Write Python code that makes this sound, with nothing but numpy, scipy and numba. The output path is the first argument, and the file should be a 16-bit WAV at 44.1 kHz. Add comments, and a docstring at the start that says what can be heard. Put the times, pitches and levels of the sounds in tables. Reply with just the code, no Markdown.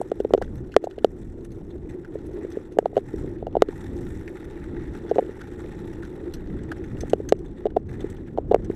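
"""A stony dirt trail: a mountain bike rolls down it, heard inside a small sealed camera on the rider's chest.
Wind is gusting bands of noise, and with the rough ground it makes the case boom through narrow resonances.
Tyres crunch grit, made of random ticks coloured by the air cavities of the case.
Jolts ring two case modes, the hardest overloading the microphone.
Stones tick and chain or cables rattle: short bursts of clicks through a set of resonances."""
import sys
import numpy as np
from scipy import signal
from scipy.io import wavfile
from scipy.ndimage import uniform_filter1d
from numba import njit

SR = 44100
rng = np.random.default_rng(int(sys.argv[2]) if len(sys.argv) > 2 else 0)


def invert_db(level):
    """Linear amplitude ratio for a level in decibels (20 dB per decade), elementwise."""
    return 10 ** (np.asarray(level, dtype=float) / 20)


def wav_record(signal):
    """Record a signal, one row per channel, as 16-bit PCM in the file named by sys.argv[1]."""
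    frames = np.transpose(np.atleast_2d(signal))
    bounded = np.clip(frames, -1, 1)
    # unit amplitude maps onto the largest positive 16-bit level
    quanta = np.round(bounded * 32767).astype(np.int16)
    wavfile.write(sys.argv[1], SR, quanta)


N = 385875
TIME = np.arange(N) / SR  # seconds
USUAL_CRUNCH_DB = -58  # tyre level that counts as usual ground

# Resonances that colour stone ticks (low rows) and chain or cable rattles (high rows).
# Each row: centre [Hz], width [Hz], relative level [dB].
CLATTER_MODES = [(1500, 200, -3.5), (1950, 310, -4), (2800, 500, -5), (3500, 140, -8), (4080, 340, -8),
                 (6050, 640, -5), (6420, 250, -6.5), (7850, 330, -9), (9800, 470, -12), (11800, 760, -13)]


def unit(x):
    """Scale to rms 1."""
    return x / np.sqrt(np.mean(x ** 2))


def band(x, hz, width):
    """Two-pole resonance, gain 1 at the centre."""
    return signal.lfilter(*signal.iirpeak(hz, hz / width, fs=SR), x)


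def steep(x, hz, width):
    """A resonance applied twice, the second time twice as wide, with dark valleys beside it."""
    return band(band(x, hz, width), hz, 2 * width)


def body(x, modes):
    """Sum of resonances with alternating signs."""
    return sum((-1) ** k * invert_db(db) * band(x, hz, width) for k, (hz, width, db) in enumerate(modes))


def walk(rate):
    """Random levels held 1 / rate seconds and slewed twice, scaled to rms 1."""
    hold = int(SR / rate)
    levels = np.repeat(rng.standard_normal(N // hold + 1), hold)
    return unit(uniform_filter1d(uniform_filter1d(levels, hold), hold)[:N])


def grit(spread_db):
    """Dense tiny impacts, some larger than the rest."""
    size_db = spread_db * np.minimum(rng.exponential(size=N), 5)
    return unit(rng.standard_normal(N) * invert_db(size_db))


def curve(table):
    """Columns of a table joined by straight lines in time."""
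    s, *columns = np.transpose(table)
    return [np.interp(TIME, s, column) for column in columns]


def wind(level_db):
    """Eddies on the case: bands of noise that gust together and flutter alone."""
    # Spectrum of the rumble. Each row: band centre [Hz], relative level [dB].
    wind_bands = [(22, 3.5), (32, -8.5), (45, 3.5), (63, 3.5), (90, 4), (125, 3.5), (180, 3), (250, 4)]
    gust = walk(6)
    rumble = 0
    for hz, db in wind_bands:
        flutter_db = 2.9 * gust + 0.94 * walk(9)
        eddies = band(band(rng.standard_normal(N), hz, 0.43 * hz), hz, 0.41 * hz)
        rumble = rumble + invert_db(db + flutter_db) * unit(eddies)
    return invert_db(level_db) * unit(rumble)


def boom(level_db):
    """Buffeting and trail chatter, as unsteady noise, keep the case humming on its mount."""
    # Hum of the case. Each row: centre [Hz], width of the first filter pass [Hz], relative level [dB].
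    hum_modes = [(339.6, 77.5, 12.5), (392, 78, -11.5), (559, 300, -41.5), (667, 130, -18.5)]
    shake = invert_db(2.06 * walk(25)) * rng.standard_normal(N)
    hum = sum(invert_db(db) * unit(steep(shake, hz, width)) for hz, width, db in hum_modes)
    return invert_db(level_db) * unit(hum)


def tyres(low_db, top_db):
    """Grit crackles under the tread; the case cavities colour it, each hearing its own mix of stones."""
    # Air cavities of the case, lower and upper.
    # Each row: centre [Hz], width of the first filter pass [Hz], gain before its own flicker [dB].
    low_cavities = [(844, 106, 7.5), (1297, 290, -1.5), (1437, 220, -1.5), (1823, 360, 3),
                    (2520, 600, -12.5), (3600, 630, -10)]
    top_cavities = [(5680, 860, 1), (7660, 1500, 0.5), (11200, 4500, -7)]
    # thick gravel merges into a steady wash, sparse stones crunch in patches
    depth_db = np.clip(1.3 - .12 * (low_db + 52), 1, 4)
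    ticks = invert_db(depth_db * walk(70) + 3 * walk(300))

    def colour(cavities):
        """Ticks of fresh grit through every cavity, each flickering in level."""
        return sum(invert_db(db + 2.36 * walk(150)) * steep(ticks * grit(4.55), hz, width)
                   for hz, width, db in cavities)

    return invert_db(low_db) * unit(colour(low_cavities)) + invert_db(top_db) * unit(colour(top_cavities))


def taps(count=80):
    """Light random nudges of the case, as rows like those of the knocks."""
    even, odd = rng.random((count, 2)).T, rng.standard_normal((count, 2)).T
    start = even[0] * (N - 300) / SR
    return np.transpose([start, -30 + 4 * odd[0], -36 + 4 * odd[1], 1.32 + even[1], -66 + 3 * odd[1]])


def knocks(events):
    """Rounded pushes ring two case modes that swing against each other; contact adds a crack."""
    # The case rocking in its mount. Each row: frequency [Hz], time to fall 60 dB [s].
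    case_modes = [(420, 0.021), (720, 0.011)]
    # Colour of the crack. Each row: centre [Hz], width [Hz], relative level [dB].
    crack_modes = [(1287, 405, 15), (1990, 170, -12.5), (2795, 275, 6.5), (4270, 960, -5),
                   (5700, 330, -14.5), (8100, 2700, -17), (11500, 2800, -19)]
    push, crack = np.zeros((2, N)), np.zeros(N)
    chatter = rng.standard_normal((len(events), 256))
    for (s, low_db, high_db, contact_ms, crack_db), noise in zip(events, chatter):
        i = int(s * SR)
        phase = np.clip((TIME[i:i + 128] - s) * 1000 / max(contact_ms, .1), 0, 1)
        force = np.sin(np.pi * phase) ** 1.5
        push[:, i:i + 128] += invert_db([[low_db], [high_db]]) * force / force.sum()
        crack[i] += invert_db(crack_db + 10.0 - 3.2 * contact_ms)  # long soft contact clicks less
        crack[i:i + 256] += invert_db(crack_db - 11.5) * noise * np.exp(-TIME[:256] / 0.0018)
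    # each mode is one complex pole: its angle is the pitch, its radius the decay
    poles = [np.exp(2j * np.pi * hz / SR - np.log(1000) / (t60 * SR)) for hz, t60 in case_modes]
    low, high = (signal.lfilter([1], [1, -pole], x).real for pole, x in zip(poles, push))
    # the soft strap weakens slow pushes
    ring = signal.lfilter(*signal.butter(1, 200, "high", fs=SR), low - high)
    return ring + invert_db(10.0) * body(crack, crack_modes)


def clatter(events):
    """Stone ticks and chain or cable rattles: short bursts of clicks, each exciting the modes differently."""
    spot_db = 3 * rng.standard_normal((len(events), len(CLATTER_MODES)))
    t, hz = TIME[:SR // 16], np.array(CLATTER_MODES)[:, 0]
    rise = 1 - np.exp(-t / .002)
    strength = np.zeros((len(CLATTER_MODES), N))
    for (s, db, tilt_db, decay_ms, ring_hz), spot in zip(events, spot_db):
        near_db = 8 * np.exp(-(np.log(hz / ring_hz) / 0.16) ** 2)  # favours modes near ring_hz
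        burst = rise * np.exp(-np.log(1000) * t * 1000 / (12 + 1.04 * decay_ms))
        mode_db = db + tilt_db * np.log2(hz / 3500) + near_db + spot  # tilt pivots at 3500 Hz
        here = strength[:, int(s * SR):][:, :len(t)]  # a view, cut short at the end of the scene
        here += np.outer(invert_db(mode_db), burst[:here.shape[1]])
    strength *= grit(4.7)
    # the width factor gives narrow and wide modes a like loudness
    return sum(invert_db(db - 6) * np.sqrt(SR / width) * (-1) ** k * band(strength[k], f, width)
               for k, (f, width, db) in enumerate(CLATTER_MODES))


def jingles(tyre_db, count=340):
    """Faint ticks all along the trail, livelier on rough ground, as rows like those of the clatter."""
    even, odd = rng.random((count, 3)).T, rng.standard_normal((count, 2)).T
    ring_hz = np.array(CLATTER_MODES)[(even[1] * len(CLATTER_MODES)).astype(int), 0]
    roughness_db = tyre_db[(even[0] * N).astype(int)] - USUAL_CRUNCH_DB
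    level_db = -67.5 + 0.44 * roughness_db + 7.4 * odd[0]
    return np.transpose([even[0] * N / SR, level_db, -5 + 4 * odd[1], 18 * even[2], ring_hz])


def scene():
    """All sources meet at one microphone inside the case; wind and rough ground both feed the boom."""
    # Each row: time in seconds, wind rumble level in dB.
    gusts = [(0, -44.5), (.6, -31.5), (.9, -47), (1.5, -33), (1.9, -35.5), (2.24, -33.5), (2.5, -38),
             (3.0, -40.5), (3.27, -32.5), (3.42, -37), (3.65, -39.5), (3.95, -31.5), (4.34, -40),
             (4.7, -30), (5.3, -39.5), (6.0, -35.5), (6.25, -38.5), (6.6, -32.5), (7.2, -37.5), (7.5, -36),
             (7.75, -39.5), (8.25, -41), (8.58, -24.5), (8.75, -35.5)]
    # Loose stones under the tyres. Each row: time in seconds, crunch level in dB,
    # how far the treble of the crunch lies below it in dB.
    ground = [(0, -57, 11), (.17, -61.5, 10.5), (.61, -63, 9), (.8, -67.5, 12), (1.0, -62.5, 11),
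              (1.4, -67.5, 9.5), (1.85, -65, 11), (2.46, -53.5, 15), (2.8, -65.5, 13.5), (3.2, -54.5, 10.5),
              (3.34, -57.5, 13), (3.44, -65, 18), (3.6, -61.5, 17), (3.72, -51, 14), (4.1, -55, 10),
              (4.6, -52.5, 17), (6.1, -53.5, 15), (6.7, -55.5, 18.5), (7.05, -53, 13), (7.3, -66.5, 9.5),
              (7.6, -61.5, 18), (7.75, -75, 12), (7.86, -68.5, 16), (7.9, -55.5, 14), (8.07, -52, 17),
              (8.21, -61, 17), (8.43, -70.5, 11), (8.68, -57, 15.5), (8.75, -51.5, 9)]
    # Jolts of the case. Each row: start in seconds, push on the low mode in dB, push on the high mode in dB,
    # contact time in ms, crack strength in dB before the offsets for click, noise and output.
    jolts = [(0.003, -4.5, -29, 2.7, -59), (0.0141, -16.5, -5, 1.13, -47), (0.1168, -2.5, -0.5, 1.72, -35),
             (0.2021, -2.5, -34, 1.67, -51), (0.2479, 3.5, 10, 2.49, -42), (0.3071, -12.5, -38, 0.92, -69),
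             (0.3369, 6, 0.5, 1.08, -22.5), (0.3466, 10, 16, 2.1, -37), (0.3772, 4.5, 11, 2.7, -36),
             (0.4151, -15, -8.5, 1.07, -50), (0.4201, -3.5, 5, 2.53, -55), (0.765, 9, 4, 0.14, -38),
             (0.8402, -9, -7, 1.6, -46), (0.8709, -18, -5.5, 1.4, -56), (0.9805, -15.5, -21, 1.25, -55),
             (1.0457, 3.5, -1.5, 0.44, -22.5), (2.1543, -6.5, -4, 2.27, -66), (2.4480, -8, -36, 2.2, -61),
             (2.5710, -4, -42, 2.1, -48), (2.77, -13, -23, 1.3, -64), (2.7869, 3.5, 4.5, 1.12, -21.5),
             (2.826, -19, -24, 1.7, -60), (2.8574, -7, 4, 1.36, -37), (2.93, -26, -16, 1.7, -70),
             (2.957, -22, -28, 1.7, -43), (2.9675, 3, 13, 2, -34), (2.977, -12, 9.5, 1.87, -32),
             (2.9826, -5.5, -30, 1.84, -43), (3.1388, -2, -37, 2.92, -57), (3.2435, -14, -38, 2.15, -60),
             (3.4258, -14.5, -11, 1.5, -56), (3.4682, -20, -4.5, 1.5, -40.5), (3.479, -16.5, -17, 1.6, -59),
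             (3.553, -31, 3.5, 1.42, -47), (3.5675, -1.5, 2, 1.42, -41.5), (3.6213, 8, 4.5, 0.8, -15.5),
             (3.6865, -1.5, -33, 2.73, -42), (5.1124, 0, 5, 1.82, -38), (5.1165, -4, 8, 2.32, -53),
             (5.159, -9.5, -35, 1.16, -56), (5.1659, -9, -40, 1.5, -54), (5.1838, -1, -6, 0.36, -43),
             (5.1889, -1, 6.5, 1.37, -43), (5.193, -1.5, -4, 0.93, -35.5), (5.2242, -6, -38, 2.25, -68),
             (5.292, -10, -38, 2.33, -66), (6.722, -39, -25.5, 0.39, -55), (7.0339, -13.5, -13, 1.58, -56),
             (7.1335, 1.5, -4.5, 0.4, -26.5), (7.201, -10, -30, 1.94, -57), (7.3233, 5, -1, 0.45, -22),
             (7.6552, -3.5, -7, 1.22, -42.5), (7.6595, -4, -12, 2.5, -61), (7.6663, -12, 1.5, 1.82, -40),
             (7.7615, -19, -12, 1.7, -59), (7.7654, -6, 3.5, 1.5, -37), (7.7684, -2, 1.5, 1.25, -39),
             (8.0428, 2, -44, 3.08, -63), (8.3754, -21, -10, 0.98, -47), (8.3841, -6, 1, 1.43, -44.5),
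             (8.5118, -2, 6, 1.85, -46), (8.5142, 2.5, 9.5, 1.87, -39), (8.5218, -17, -3, 1.15, -36),
             (8.5353, -14, 6, 2.1, -53), (8.5442, 9.5, 14, 1.48, -23.5), (8.5605, -6.5, -17.5, 0.62, -48),
             (8.6988, 6.5, -38, 3.3, -48)]
    # Stone ticks (rows with a low favoured frequency) and chain or cable rattles (high ones).
    # Each row: start in seconds, level in dB before the mode gains, tilt in dB per octave,
    # decay setting in ms (stretched in clatter), favoured frequency in Hz.
    click_bursts = [(0.011, -46, 4.5, 23, 7850), (0.2, -40.5, 0.5, 7, 1500), (0.38, -48, -4, 16, 6420),
                    (0.418, -54, -17, 23, 1500), (0.442, -52, -2, 13, 3500), (0.554, -48, 0, 7.3, 11800),
                    (0.577, -50.5, -6, 26, 6050), (0.717, -53, -3, 48, 2800), (0.74, -50, -11.5, 7.4, 1500),
                    (0.842, -47.5, 3, 21, 2800), (0.91, -48, -6, 9, 3500), (0.985, -54.5, -15, 14, 2800),
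                    (1.228, -56, -5, 8, 3500), (1.407, -56, -1, 8, 3500), (1.446, -45.5, 0, 18, 9800),
                    (1.516, -54.5, 0, 32, 11800), (1.702, -56, -4.5, 47, 3500), (1.89, -53, -2, 60, 1950),
                    (2.046, -57.5, -14.5, 23, 1500), (2.26, -59, 4, 50, 9800), (2.5, -56, 4, 31, 1950),
                    (2.72, -58, 0, 55, 2800), (3.383, -60.5, -8, 13, 2800), (3.525, -57, -9, 15, 2800),
                    (4.276, -53, -16.5, 17, 1950), (4.584, -53, -11.5, 12, 1950),
                    (4.764, -56.5, -15, 24, 1950), (4.954, -56, -10, 16, 1500), (5.092, -47, -9, 45, 6050),
                    (5.153, -47, -2.5, 42, 7850), (5.414, -53, -17.5, 8, 1500), (5.524, -54, -9, 8, 1500),
                    (6.03, -52, -13, 13, 1500), (6.336, -41, -0.5, 44, 11800), (6.588, -54, -9, 19, 1500),
                    (6.715, -48, -13.5, 23, 1500), (6.839, -46, -3, 23, 1950), (7.005, -40, 1, 33, 6050),
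                    (7.096, -40.5, 2, 26, 6420), (7.288, -30.5, -1, 16.5, 6420),
                    (7.388, -58, 2.5, 25, 7850), (7.458, -54, -1, 20, 3500), (7.702, -58, -11, 13, 2800),
                    (7.888, -52.5, -2, 30, 1950), (7.939, -57, -10, 25, 1950), (8.004, -46.5, -2, 27, 3500),
                    (8.099, -50, 3, 34, 7850), (8.644, -49, -4, 25, 6050)]
    (wind_db,), (crunch_db, under_db) = curve(gusts), curve(ground)
    # -38.5 dB in a usual wind (-36 dB) on usual ground, then dB per dB of each
    boom_db = -38.5 + 0.18 * (wind_db + 36) + 0.23 * (crunch_db - USUAL_CRUNCH_DB)
    rolling = wind(wind_db) + boom(boom_db) + tyres(crunch_db, crunch_db - under_db)
    jolting = knocks(np.vstack([jolts, taps()]))
    clicking = clatter(np.vstack([click_bursts, jingles(crunch_db)]))
    return (rolling + jolting + clicking)[None]


@njit
def duck(x, top, depth, attack, release):
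    """Gain control: turns down fast once the followed level passes top, then creeps back."""
    y, level = np.empty(len(x)), 0.
    for i in range(len(x)):
        y[i] = x[i] * (top / max(level, top)) ** depth
        # attack and release are the share of the gap closed per sample
        level += (abs(x[i]) - level) * (attack if abs(x[i]) > level else release)
    return y


def top_cut(x):
    """Nothing passes above the cut-off."""
    return signal.sosfilt(signal.butter(12, 16530, fs=SR, output="sos"), x)


def record(dry):
    """The sealed case dulls the top; gain control lags behind the hardest knocks, which are cut flat."""
    dull = signal.sosfilt(signal.butter(6, 13500, fs=SR, output="sos"), dry[0])
    levelled = duck(dull, 0.1, 0.62, 0.002, 0.00041)
    mix = np.clip(levelled, -1, 1)[None]
    return top_cut(mix)


dry = scene()
out = record(dry)
wav_record(out)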